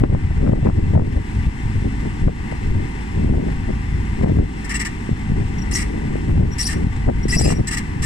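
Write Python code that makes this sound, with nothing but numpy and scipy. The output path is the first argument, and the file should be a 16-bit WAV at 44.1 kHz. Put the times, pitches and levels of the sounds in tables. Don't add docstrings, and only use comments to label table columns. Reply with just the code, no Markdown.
import sys
import numpy as np
from scipy import signal
from scipy.fft import rfft, irfft
from scipy.io import wavfile
from scipy.ndimage import uniform_filter1d

SR = 44100
rng = np.random.default_rng(int(sys.argv[2]) if len(sys.argv) > 2 else 0)


def transcribe(signal):
    frames = np.atleast_2d(signal).T
    limited = np.clip(frames, -1, 1)
    pcm = np.round(limited * 32767).astype(np.int16)
    wavfile.write(sys.argv[1], SR, pcm)


N = 355137
TIME = np.arange(N) / SR
FREQ = np.maximum(np.fft.rfftfreq(N, 1 / SR), 1)
CYCLE_HZ = 13.143


def engine(clatter_db=-0.42, waver_db=1.5, speed_wander=0.0016):
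    # pitch_hz, left_db, right_db, left_lead_rad, likeness
    colour = [(253.7, -55, -53.5, 0.11, 0.88), (608, -76, -75.5, 2.7, 0.93), (883, -64.5, -77.5, 1.81, 0.7),
              (1247, -76, -75, 2.33, 0.54), (1616, -69.5, -77.5, 3.6, 0.23),
              (2085, -66.5, -79.5, 2.26, 0.73), (2420, -73, -74, 3.83, 0.8), (3100, -81, -83, 5.6, 0.6),
              (4010, -88.5, -87.5, 5.63, 0.8), (5460, -85, -91, 3.6, 0.05), (6580, -90, -94, 7.6, 0.1),
              (7950, -81.5, -90.5, 8.3, 0.4), (10340, -102.0, -101.0, 7, 0.4), (12100, -107, -107, 25, 0)]
    # pitch_hz, width_hz, level_db
    panels = [(1182, 32, 3), (1520, 65, -7.5), (1804, 28, 1), (1975, 44, 2), (2102, 30, -4.5),
              (2660, 71, 0), (2875, 74, -10), (3140, 73, -6), (3480, 22, 4.5), (4150, 81, -4),
              (5250, 40, 2)]
    multiples = np.array([4, 8, 12, 16, 55, 59, 60, 71, 75])
    tone_levels = [-32, -61, -52.5, -40, -56.5, -53.5, -47.5, -49, -50.5]
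    cycles = np.cumsum(CYCLE_HZ * (1 + speed_wander * wobble(3))) / SR
    rattle = resonate(stereo(clatter(cycles), clatter(cycles), colour), panels)
    left_db, right_db, lead, _ = over_freq(colour)
    tones = np.zeros((2, N))
    for multiple, level_db in zip(multiples, tone_levels):
        at = np.searchsorted(FREQ, multiple * CYCLE_HZ)
        phase = 2 * np.pi * (multiple * cycles + rng.random())
        strength = np.sqrt(2) * gain(level_db + waver_db * wobble(4.3))
        right = gain(right_db[at] - left_db[at]) * np.sin(phase - lead[at])
        tones += strength * np.array([np.sin(phase), right])
    return gain(clatter_db) * rattle + tones


def clatter(cycles, repeat_share=0.072, knock=0.11, decay_firings=0.81, scatter_db=7.5):
    cycle_samples = int(SR / CYCLE_HZ)
    pattern = rng.standard_normal(cycle_samples)[(cycles % 1 * cycle_samples).astype(int)]
    firings = cycles * 4
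    cylinder_db = np.take([1.1, 0.72, 0.39, 0.3], firings.astype(int), mode="wrap")
    strength = gain(cylinder_db + scatter_db * noise()[firings.astype(int)])
    blows = 1 + knock * strength * np.exp(-(firings % 1) / decay_firings)
    rattle = np.sqrt(repeat_share) * pattern + np.sqrt(1 - repeat_share) * noise()
    return normalize(rattle * blows)


def drift_treble(sound, above_hz=2200):
    # time_s, change_db
    drift = [(0, -1.5), (.65, 0), (1.3, 1), (2.15, 0.8), (2.6, 0.5), (3.0, 1), (3.6, -0.4), (4.4, 1.5),
             (5.5, 0.5), (8.05, -0.5)]
    treble = irfft(rfft(sound) / (1 + (above_hz / FREQ) ** 4), N)
    return sound + treble * (gain(np.interp(TIME, *np.transpose(drift))) - 1)


def hydraulics():
    # pitch_hz, width_hz, change_db
    gaps = [(1470, 180, -3), (2440, 200, -2.5), (3730, 500, -3.5), (4360, 260, -6), (6200, 300, -4.5),
            (8700, 330, -2), (9750, 350, -4), (10900, 760, -12)]
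    valve = oil_jet() + valve_whistles() + valve_squeals()
    dips = [1 - (1 - gain(db)) / (1 + 2j * (FREQ - hz) / width) for hz, width, db in gaps]
    return irfft(rfft(valve) * np.prod(dips, axis=0), N)


def oil_jet(split_hz=3700, hiss_boost_db=2.0, ring_boost_db=1.5, sputter_db=0.8):
    # pitch_hz, left_db, right_db, left_lead_rad, likeness
    colour = [(497, -35, -47, 8, 0.38), (1220, -5, -8.5, 9, 0.16), (1390, -6, -9.5, 4.5, 0.18),
              (1950, -5.5, -10.5, -1.5, 0.91), (2370, -0.5, -9.5, -1, 0.18), (2520, -12, -1.5, -1, 0.073),
              (3540, -27, -14, -3, 0.21), (4320, -20.5, -21, -10, 0.21), (4740, -17.5, -18, -3.5, 0.35),
              (5650, -11.5, -16.5, -11.5, 0.51), (6540, -25.5, -19.5, -3.5, 1),
              (7970, -14.5, -25, -7.5, 0.42), (9600, -26, -16, -8.5, 1), (10400, -21, -34, -16, 0.15),
              (12300, -31.5, -31, -9, 0.28), (14800, -42, -41, -16, 0.23)]
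    # pitch_hz, width_hz, level_db
    pipe_notes = [(1195, 40, 8), (1806, 20, 14), (1952, 25, 15.5), (2097, 58, 5.5), (2795, 37, 7.5),
                  (4120, 180, 3.5), (5500, 200, -3), (6620, 110, 3), (7270, 80, -8), (7700, 120, -3),
                  (7910, 89, 4.5), (8220, 110, -1), (9330, 220, -1.5)]
    # start_s, length_s, hiss_db, ring_db, note_hz, hiss_hz
    spurts = [(4.644, 0.012, -40, -39, 1880, 8200), (4.692, 0.031, -32.5, -28, 1880, 8260),
              (4.740, 0.029, -30, -31, 1890, 7850), (4.793, 0.028, -30.5, -28, 2010, 7700),
              (4.848, 0.024, -32.5, -29, 1930, 7540), (5.711, 0.014, -32.5, -32, 1950, 8800),
              (5.746, 0.032, -27, -32.5, 2100, 8100), (5.781, 0.048, -34, -32, 2100, 8700),
              (6.581, 0.017, -32, -32, 1880, 8600), (6.602, 0.031, -27, -45, 1900, 8500),
              (6.664, 0.012, -25.5, -43, 1900, 9050), (6.685, 0.049, -33.5, -31.5, 1790, 8700),
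              (7.281, 0.014, -32.5, -32, 1970, 7950), (7.314, 0.042, -27, -32.5, 2160, 7850),
              (7.39, 0.027, -23.5, -36.5, 2280, 8000), (7.439, 0.026, -30, -36, 2390, 7750),
              (7.471, 0.054, -27.5, -30, 2360, 8000), (7.67, 0.018, -27, -31, 1890, 7940),
              (7.709, 0.041, -28.5, -29.5, 1650, 8000), (7.769, 0.017, -27.5, -28.5, 1920, 8200),
              (8.02, .041, -29.5, -29.5, 1860, 8100)]
    jet = rfft(resonate(stereo(noise(), noise(), colour), pipe_notes))
    low_share = 1 / (1 + (FREQ / split_hz) ** 8)
    high, low = irfft(jet * (1 - low_share), N), irfft(jet * low_share, N)
    out = np.zeros((2, N))
    for start, length, hiss_db, ring_db, note_hz, hiss_hz in spurts:
        near = slice(int((start - 0.1) * SR), int((start + 0.3) * SR))
        hiss = stress_band(high[:, near], hiss_hz, width_hz=600)
        ring = stress_band(low[:, near], note_hz, width_hz=260)
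        out[:, near] += gain(hiss_db + hiss_boost_db) * fade(start, length, fall_s=0.0079)[near] * hiss
        out[:, near] += gain(ring_db + ring_boost_db) * fade(start, length, fall_s=0.02)[near] * ring
    return out * gain(sputter_db * wobble(150))


def valve_whistles(shake_db=2):
    # start_s, length_s, pitch_hz, level_db, flutter_share (of the pitch)
    notes = [(4.748, 0.011, 2775, -22, 0.012), (5.58, .016, 5710, -39, 0.0033),
             (5.615, 0.01, 5640, -32.5, 0.0035), (5.732, 0.036, 6630, -32.5, 0.012),
             (6.511, 0.028, 5660, -37.5, 0.0033), (6.738, 0.033, 5630, -47, .003),
             (7.228, 0.013, 5620, -34.5, .003), (7.324, 0.019, 1960, -17, 0.029),
             (7.328, 0.031, 2620, -29, 0.011), (7.408, .012, 8100, -23, .014),
             (7.413, 0.0094, 7740, -17.5, .005), (7.439, 0.028, 2570, -30, 0.028),
             (7.457, .015, 7340, -28, .006), (7.505, .008, 5700, -26, 0.0067),
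             (7.545, 0.033, 5620, -39.5, 0.006)]
    out, flutter = np.zeros((2, N)), wobble(700)
    for start, length, pitch_hz, level_db, flutter_share in notes:
        near = (TIME > start) & (TIME < start + length + 0.04)
        loudness = gain(level_db) * fade(start, length, rise_s=0.005, fall_s=0.0047)[near]
        out[:, near] += loudness * valve_tone(pitch_hz * (1 + flutter_share * flutter[near]))
    return out * gain(shake_db * wobble(200))


def valve_squeals(trim_db=-5.5, shake_db=3, rasp=0.37, spray_db=-16, usual_flutter=0.053):
    # time_s, pitch_hz, level_db, flutter_share (of the pitch)
    curves = [
        [(5.724, 4860, -44, .04), (5.732, 5260, -24, 0.04), (5.741, 6060, -22, .06), (5.747, 6000, -31, 0.05),
         (5.757, 5740, -20, 0.03), (5.766, 5500, -24, 0.039), (5.785, 5300, -38, 0.055)],
        [(6.584, 5650, -44, 0.047), (6.594, 5380, -20, 0.029), (6.621, 5600, -24, .04),
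         (6.630, 5050, -29.5, 0.049), (6.641, 4550, -27, 0.041), (6.653, 4700, -26.5, 0.056),
         (6.658, 5510, -20, 0.025), (6.667, 5540, -21.5, 0.02), (6.675, 5250, -26, 0.075),
         (6.69, 4560, -29, 0.093)],
        [(7.286, 5000, -36, 0.025), (7.304, 5000, -27, .02), (7.311, 5570, -18.5, 0.012),
         (7.32, 5450, -31, 0.035), (7.35, 4970, -34, 0.016), (7.368, 5010, -26, 0.021),
         (7.375, 5600, -16, 0.013), (7.39, 5650, -19, 0.0087), (7.406, 5600, -48, 0.034),
         (7.424, 4900, -28, 0.015), (7.441, 4975, -24.5, 0.0085), (7.47, 5000, -40, 0.015)],
    ]
    # pitch_hz, width_hz, level_db
    body_notes = [(4990, 19, 9), (5460, 36, -1), (5657, 56, 8.5), (6560, 50, 1), (9980, 66, 6),
                  (10800, 160, 15)]
    # pitch_hz, level_db
    spray_colour = [(6000, -21), (9300, 2), (11500, -3), (13300, -3), (15000, -7)]
    out, flutter = np.zeros((2, N)), wobble(900)
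    spray = gain(spray_db) * np.array([coloured_noise(spray_colour), coloured_noise(spray_colour)])
    for curve in curves:
        times, *columns = np.transpose(curve)
        near = (TIME > times[0]) & (TIME < times[-1])
        pitch_hz, level_db, flutter_share = (np.interp(TIME[near], times, c) for c in columns)
        tone = valve_tone(pitch_hz * (1 + flutter_share * flutter[near]))
        out[:, near] += gain(level_db + trim_db) * (tone + flutter_share / usual_flutter * spray[:, near])
    rasping = out * gain(shake_db * wobble(410)) * (1 + rasp * wobble(1400))
    return resonate(rasping, body_notes)


def valve_tone(pitch_hz, octave_db=1, ring_hz=9300, width_hz=1200, right_db=-5, lead_rad=-0.86):
    phase = 2 * np.pi * np.cumsum(pitch_hz) / SR - np.array([[0], [lead_rad]])
    octave = gain(octave_db) / (1 + (2 * (2 * pitch_hz - ring_hz) / width_hz) ** 2)
    return np.sqrt(2) * (gain([[0], [right_db]]) * np.sin(phase) + octave * np.sin(2 * phase))


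def wind(unrest_db=2, lump_db=1.5, rasp_db=-45, rasp_growth=2.19, patchy_db=4,
         lag_s=0.0008, dull_hz=380, right_db=-1.1):
    # pitch_hz, level_db
    rumble_colour = [(8, 5.5), (22, 9), (45, 7), (100, 9.5), (150, 0.5), (220, -8.5), (400, -70)]
    # pitch_hz, level_db
    flutter_colour = [(80, -46), (150, 0), (210, -2), (310, -6), (430, -9.5), (600, -38), (1200, -92)]
    # pitch_hz, level_db
    rasp_colour = [(200, -26.5), (400, 8.5), (650, 7), (1000, -27.5), (1800, -16), (4000, -59), (9000, -94)]
    slow_db, quick_db = (db + unrest_db * np.tanh(wobble(9)) for db in wind_strength())
    thumps, crackle = air_slaps(quick_db)
    rumble = gain(slow_db) * swirls(rumble_colour, even_samples=3000, skew=0.16)
    rumble *= gain(lump_db * np.tanh(wobble(28)))
    flutter = gain(quick_db) * swirls(flutter_colour, even_samples=1800, skew=0.12)
    patches = normalize(gain(patchy_db * np.tanh(wobble(92))))
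    rasp_strength = gain(rasp_db + rasp_growth * (quick_db + 27.5)) * patches
    rasp = (rasp_strength + crackle) * swirls(rasp_colour, even_samples=300, skew=0.084, clump_db=11.5)
    left = thumps + rumble + flutter + rasp
    right = irfft(rfft(left) * np.exp(-2j * np.pi * FREQ * lag_s) / np.hypot(1, FREQ / dull_hz), N)
    own_flutter = gain(quick_db - 10) * coloured_noise(flutter_colour)
    own_rumble = gain(slow_db - 16) * coloured_noise(rumble_colour)
    return np.array([left, gain(right_db) * right + own_flutter + own_rumble])


def wind_strength(steepness=3.07):
    # time_s, rumble_db, flutter_db
    breeze = [(0, -20, -39.5), (1.08, -14.5, -20), (1.28, -27, -40.5), (1.6, -24.5, -42),
              (1.85, -22.5, -35.5), (2.45, -26.5, -34), (3.05, -31, -36.5), (3.55, -21.5, -35.5),
              (4.05, -23, -36.5), (4.6, -33, -32.5), (4.85, -34, -38.5), (5.5, -22.5, -33),
              (6.15, -25.5, -23), (6.58, -27.5, -49), (7.3, -18, -28.5), (7.85, -30, -35),
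              (8.05, -21.5, -30.5)]
    # middle_s, length_s, rumble_db, flutter_db
    gusts = [(0.033, 0.044, -10.5, -15.5), (0.121, 0.084, -12, -20.5), (0.493, 0.14, -12.5, -17),
             (0.673, 0.044, -27, -15.5), (0.791, 0.02, -12.5, -22), (0.975, 0.079, -11, -17.5),
             (1.174, 0.059, -20.5, -21), (1.394, 0.07, -15.5, -33.5), (1.484, 0.039, -15.5, -29.5),
             (1.665, 0.023, -17, -36), (1.781, 0.056, -17.5, -33), (1.863, 0.029, -18, -21.5),
             (2.053, 0.041, -28, -21.5), (2.265, 0.07, -12, -19), (2.743, 0.15, -15, -24.5),
             (3.233, 0.13, -15.5, -23), (3.341, 0.1, -14.5, -19), (3.432, 0.11, -39, -21.5),
             (3.699, 0.024, -16.5, -20), (3.971, 0.06, -18, -36), (4.273, 0.11, -13, -17),
             (4.394, 0.085, -10, -18), (5.126, 0.018, -11.5, -23.5), (5.317, 0.043, -13.5, -27),
             (5.396, 0.063, -18.5, -26), (6.391, 0.17, -13, -20), (6.787, 0.094, -19, -22),
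             (6.865, 0.068, -16.5, -42), (7.091, 0.033, -18.5, -15.5), (7.462, 0.15, -12, -18),
             (7.597, 0.027, -6.5, -20.5)]
    times, *columns = np.transpose(breeze)
    power = gain([np.interp(TIME, times, c) for c in columns]) ** 2
    for middle, length, rumble_db, flutter_db in gusts:
        near = np.abs(TIME - middle) < 2 * length
        swell = 0.5 ** (np.abs(2 * (TIME[near] - middle) / length) ** steepness)
        power[:, near] += gain([[rumble_db], [flutter_db]]) ** 2 * swell
    return 10 * np.log10(power)


def swirls(colour, even_samples, skew, clump_db=0):
    air = coloured_noise(colour)
    air /= np.sqrt(uniform_filter1d(air ** 2, even_samples) + 1e-6)
    clumps = gain(clump_db * np.tanh(wobble(246)))
    return normalize((air + skew * (air ** 2 - 1)) * clumps)


def air_slaps(quick_db, thump_trim_db=-2, snap_boost_db=11, snap_share=0.26, crackle_s=0.004):
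    # time_s, thump_db, half_width_s, crackle_db
    hard_slaps = [(0.0206, -5, 0.0039, -19), (0.0381, 9, 0.00082, -3.5), (0.1274, -5, 0.00092, -30),
                  (0.1494, -3.5, 0.0017, -15.5), (0.253, -5, 0.0029, -36), (0.2765, -7.5, 0.0019, -40.5),
                  (0.3078, -3.5, 0.0025, -22), (0.413, -6, 0.0029, -45), (0.475, -8, 0.00084, -20),
                  (0.4957, 2.5, 0.0017, -17), (0.532, 0, 0.0016, -12), (0.6302, -0.5, 0.0019, -22),
                  (0.6601, -18, 0.0018, -13), (0.6687, 3, 0.0016, -8.5), (0.689, -5, 0.0016, -17),
                  (0.699, -8, 0.0012, -17), (0.793, -14, 0.0014, -29), (0.8397, -5, 0.0013, -42),
                  (0.951, 1, 0.002, -10.5), (0.965, 10, 0.0019, -27), (0.976, 1, 0.003, -14.5),
                  (0.9969, 1, 0.0015, -15.5), (1.1725, -3.5, 0.0043, -20.5), (1.472, -4, 0.0041, -32),
                  (1.757, -13, 0.0027, -23.5), (1.786, -13, 0.0046, -44), (2.243, -2, 0.0076, -37),
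                  (2.2763, 3, 0.0032, -7), (2.2824, -5, 0.0016, -14), (2.525, -13.5, 0.0021, -25.5),
                  (3.247, -1.5, 0.0011, -40), (3.3261, -2, 0.00091, -41), (3.3467, -3, 0.002, -40),
                  (3.3748, -2, 0.0026, -36), (3.485, -8, 0.0014, -24.5), (3.694, -13, 0.00084, -36),
                  (4.213, -1.5, .0013, -24), (4.245, 1.5, 0.0017, -9.5), (4.2943, 0, 0.0014, -37),
                  (4.3209, -2, 0.00097, -33), (4.372, -2.5, 0.001, -30), (4.3901, -2, 0.0019, -19),
                  (4.4007, 0.5, 0.00088, -33), (5.0928, -6.5, 0.00078, -32), (5.116, -8, .0014, -37),
                  (5.3214, -5.5, 0.0015, -36), (5.417, -5.5, 0.002, -37), (6.157, -5, .0007, -34),
                  (6.296, -9, 0.00095, -26), (6.3514, -7, 0.0017, -37), (6.3799, -3, 0.0012, -27),
                  (6.399, -2.5, 0.0016, -33), (6.436, 1.5, 0.002, -34), (6.8468, -4, 0.0015, -37),
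                  (6.871, -4.5, 0.0015, -33), (7.074, -3.5, 0.0055, -33), (7.0884, -8.5, 0.0011, -20),
                  (7.2559, -2, 0.00081, -46), (7.3674, 1.5, 0.0015, -14), (7.3956, -5, 0.00062, -19.5),
                  (7.4105, -2, 0.0024, -16), (7.4581, -7, 0.0022, -13), (7.4794, 1, 0.00256, -10),
                  (7.505, -8, 0.0013, -12.5), (7.5256, -3.5, 0.0016, -12.5), (7.5989, -1, 0.0023, -30)]
    thumps, crackle = np.zeros(N), np.zeros(N)
    for time_s, thump_db, half_width_s, crackle_db in [*hard_slaps, *soft_slaps(quick_db)]:
        near = np.abs(TIME - time_s) < 0.04
        age, snap_s = TIME[near] - time_s, snap_share * half_width_s
        spread = (age / half_width_s) ** 2
        thumps[near] += gain(thump_db + thump_trim_db) * (1 - spread) * np.exp(-spread / 2)
        thumps[near] -= gain(crackle_db + snap_boost_db) * age / snap_s * np.exp(-(age / snap_s) ** 2)
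        onset = np.interp(age, [-crackle_s / 2, 0], [0, 1])
        crackle[near] += gain(crackle_db) * np.exp(-np.abs(age) / crackle_s) * onset
    return thumps, crackle


def soft_slaps(quick_db, count=70, above_db=8, scatter_db=3, half_width_s=0.0012, crackle_below_db=27):
    when, force, size = rng.random((count, 3)).T
    times = when * TIME[-1]
    thump_db = np.interp(times, TIME, quick_db) + above_db + scatter_db * (2 * force - 1)
    return np.column_stack([times, thump_db, half_width_s * 2 ** (size - 0.5), thump_db - crackle_below_db])


def worksite_echo(sound, echo_db=-17, die_away_s=0.41):
    age = TIME[:SR // 2]
    tail = rng.standard_normal((2, len(age))) * gain(-60 * age / die_away_s) * (age > 0.004)
    tail /= np.sqrt(np.sum(tail ** 2, axis=1, keepdims=True))
    return sound + gain(echo_db) * signal.fftconvolve(sound, tail, axes=1)[:, :N]


def stereo(direct, scattered, colour):
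    left_db, right_db, lead, likeness = over_freq(colour)
    left = rfft(direct)
    right = likeness * left * np.exp(-1j * lead) + np.sqrt(1 - likeness ** 2) * rfft(scattered)
    return irfft(np.array([left * gain(left_db), right * gain(right_db)]), N) * np.sqrt(SR / 2)


def auto_volume(sound, threshold_db=-14.5, cut_share=0.5, recover_db_per_s=34, sense_s=0.0037):
    memory = np.exp(-1 / (sense_s * SR))
    power = signal.lfilter([1 - memory], [1, -memory], np.mean(sound ** 2, axis=0))
    cut_db = cut_share * np.maximum(10 * np.log10(power + 1e-12) - threshold_db, 0)
    creep_db = recover_db_per_s * TIME
    return sound * gain(creep_db - np.maximum.accumulate(cut_db + creep_db))


def resonate(sound, notes):
    ring = 1 + sum(gain(db) / (1 + 2j * (FREQ - hz) / width) for hz, width, db in notes)
    return irfft(rfft(sound) * ring, N)


def stress_band(sound, pitch_hz, width_hz, added_db=3):
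    band = signal.lfilter(*signal.iirpeak(pitch_hz, pitch_hz / width_hz, fs=SR), sound)
    return normalize(sound + gain(added_db) * band)


def fade(start_s, length_s, fall_s, rise_s=0.002):
    age = np.maximum(TIME - start_s, 0)
    return (1 - np.exp(-age / rise_s)) * np.exp(-np.clip((age - length_s) / fall_s, 0, 20))


def wobble(rate_hz):
    return normalize(irfft(rfft(noise()) * np.exp(-(FREQ / rate_hz) ** 2), N))


def coloured_noise(colour):
    return normalize(irfft(rfft(noise()) * gain(over_freq(colour)[0]), N))


def over_freq(table):
    pitch_hz, *columns = np.transpose(table)
    return [np.interp(np.log(FREQ), np.log(pitch_hz), c) for c in columns]


def noise():
    return rng.standard_normal(N)


def normalize(sound):
    return sound / np.sqrt(np.mean(sound ** 2))


def gain(db):
    return 10 ** (np.asarray(db) / 20)


def scene():
    valve = hydraulics()
    return drift_treble(engine()) + worksite_echo(valve) + wind()


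def record(dry, top_hz=15200):
    held = auto_volume(dry)
    rounded = held / (1 + held ** 4) ** (1 / 4)
    return signal.sosfilt(signal.ellip(8, 0.2, 70, top_hz, fs=SR, output="sos"), rounded)


dry = scene()
out = record(dry)
transcribe(out)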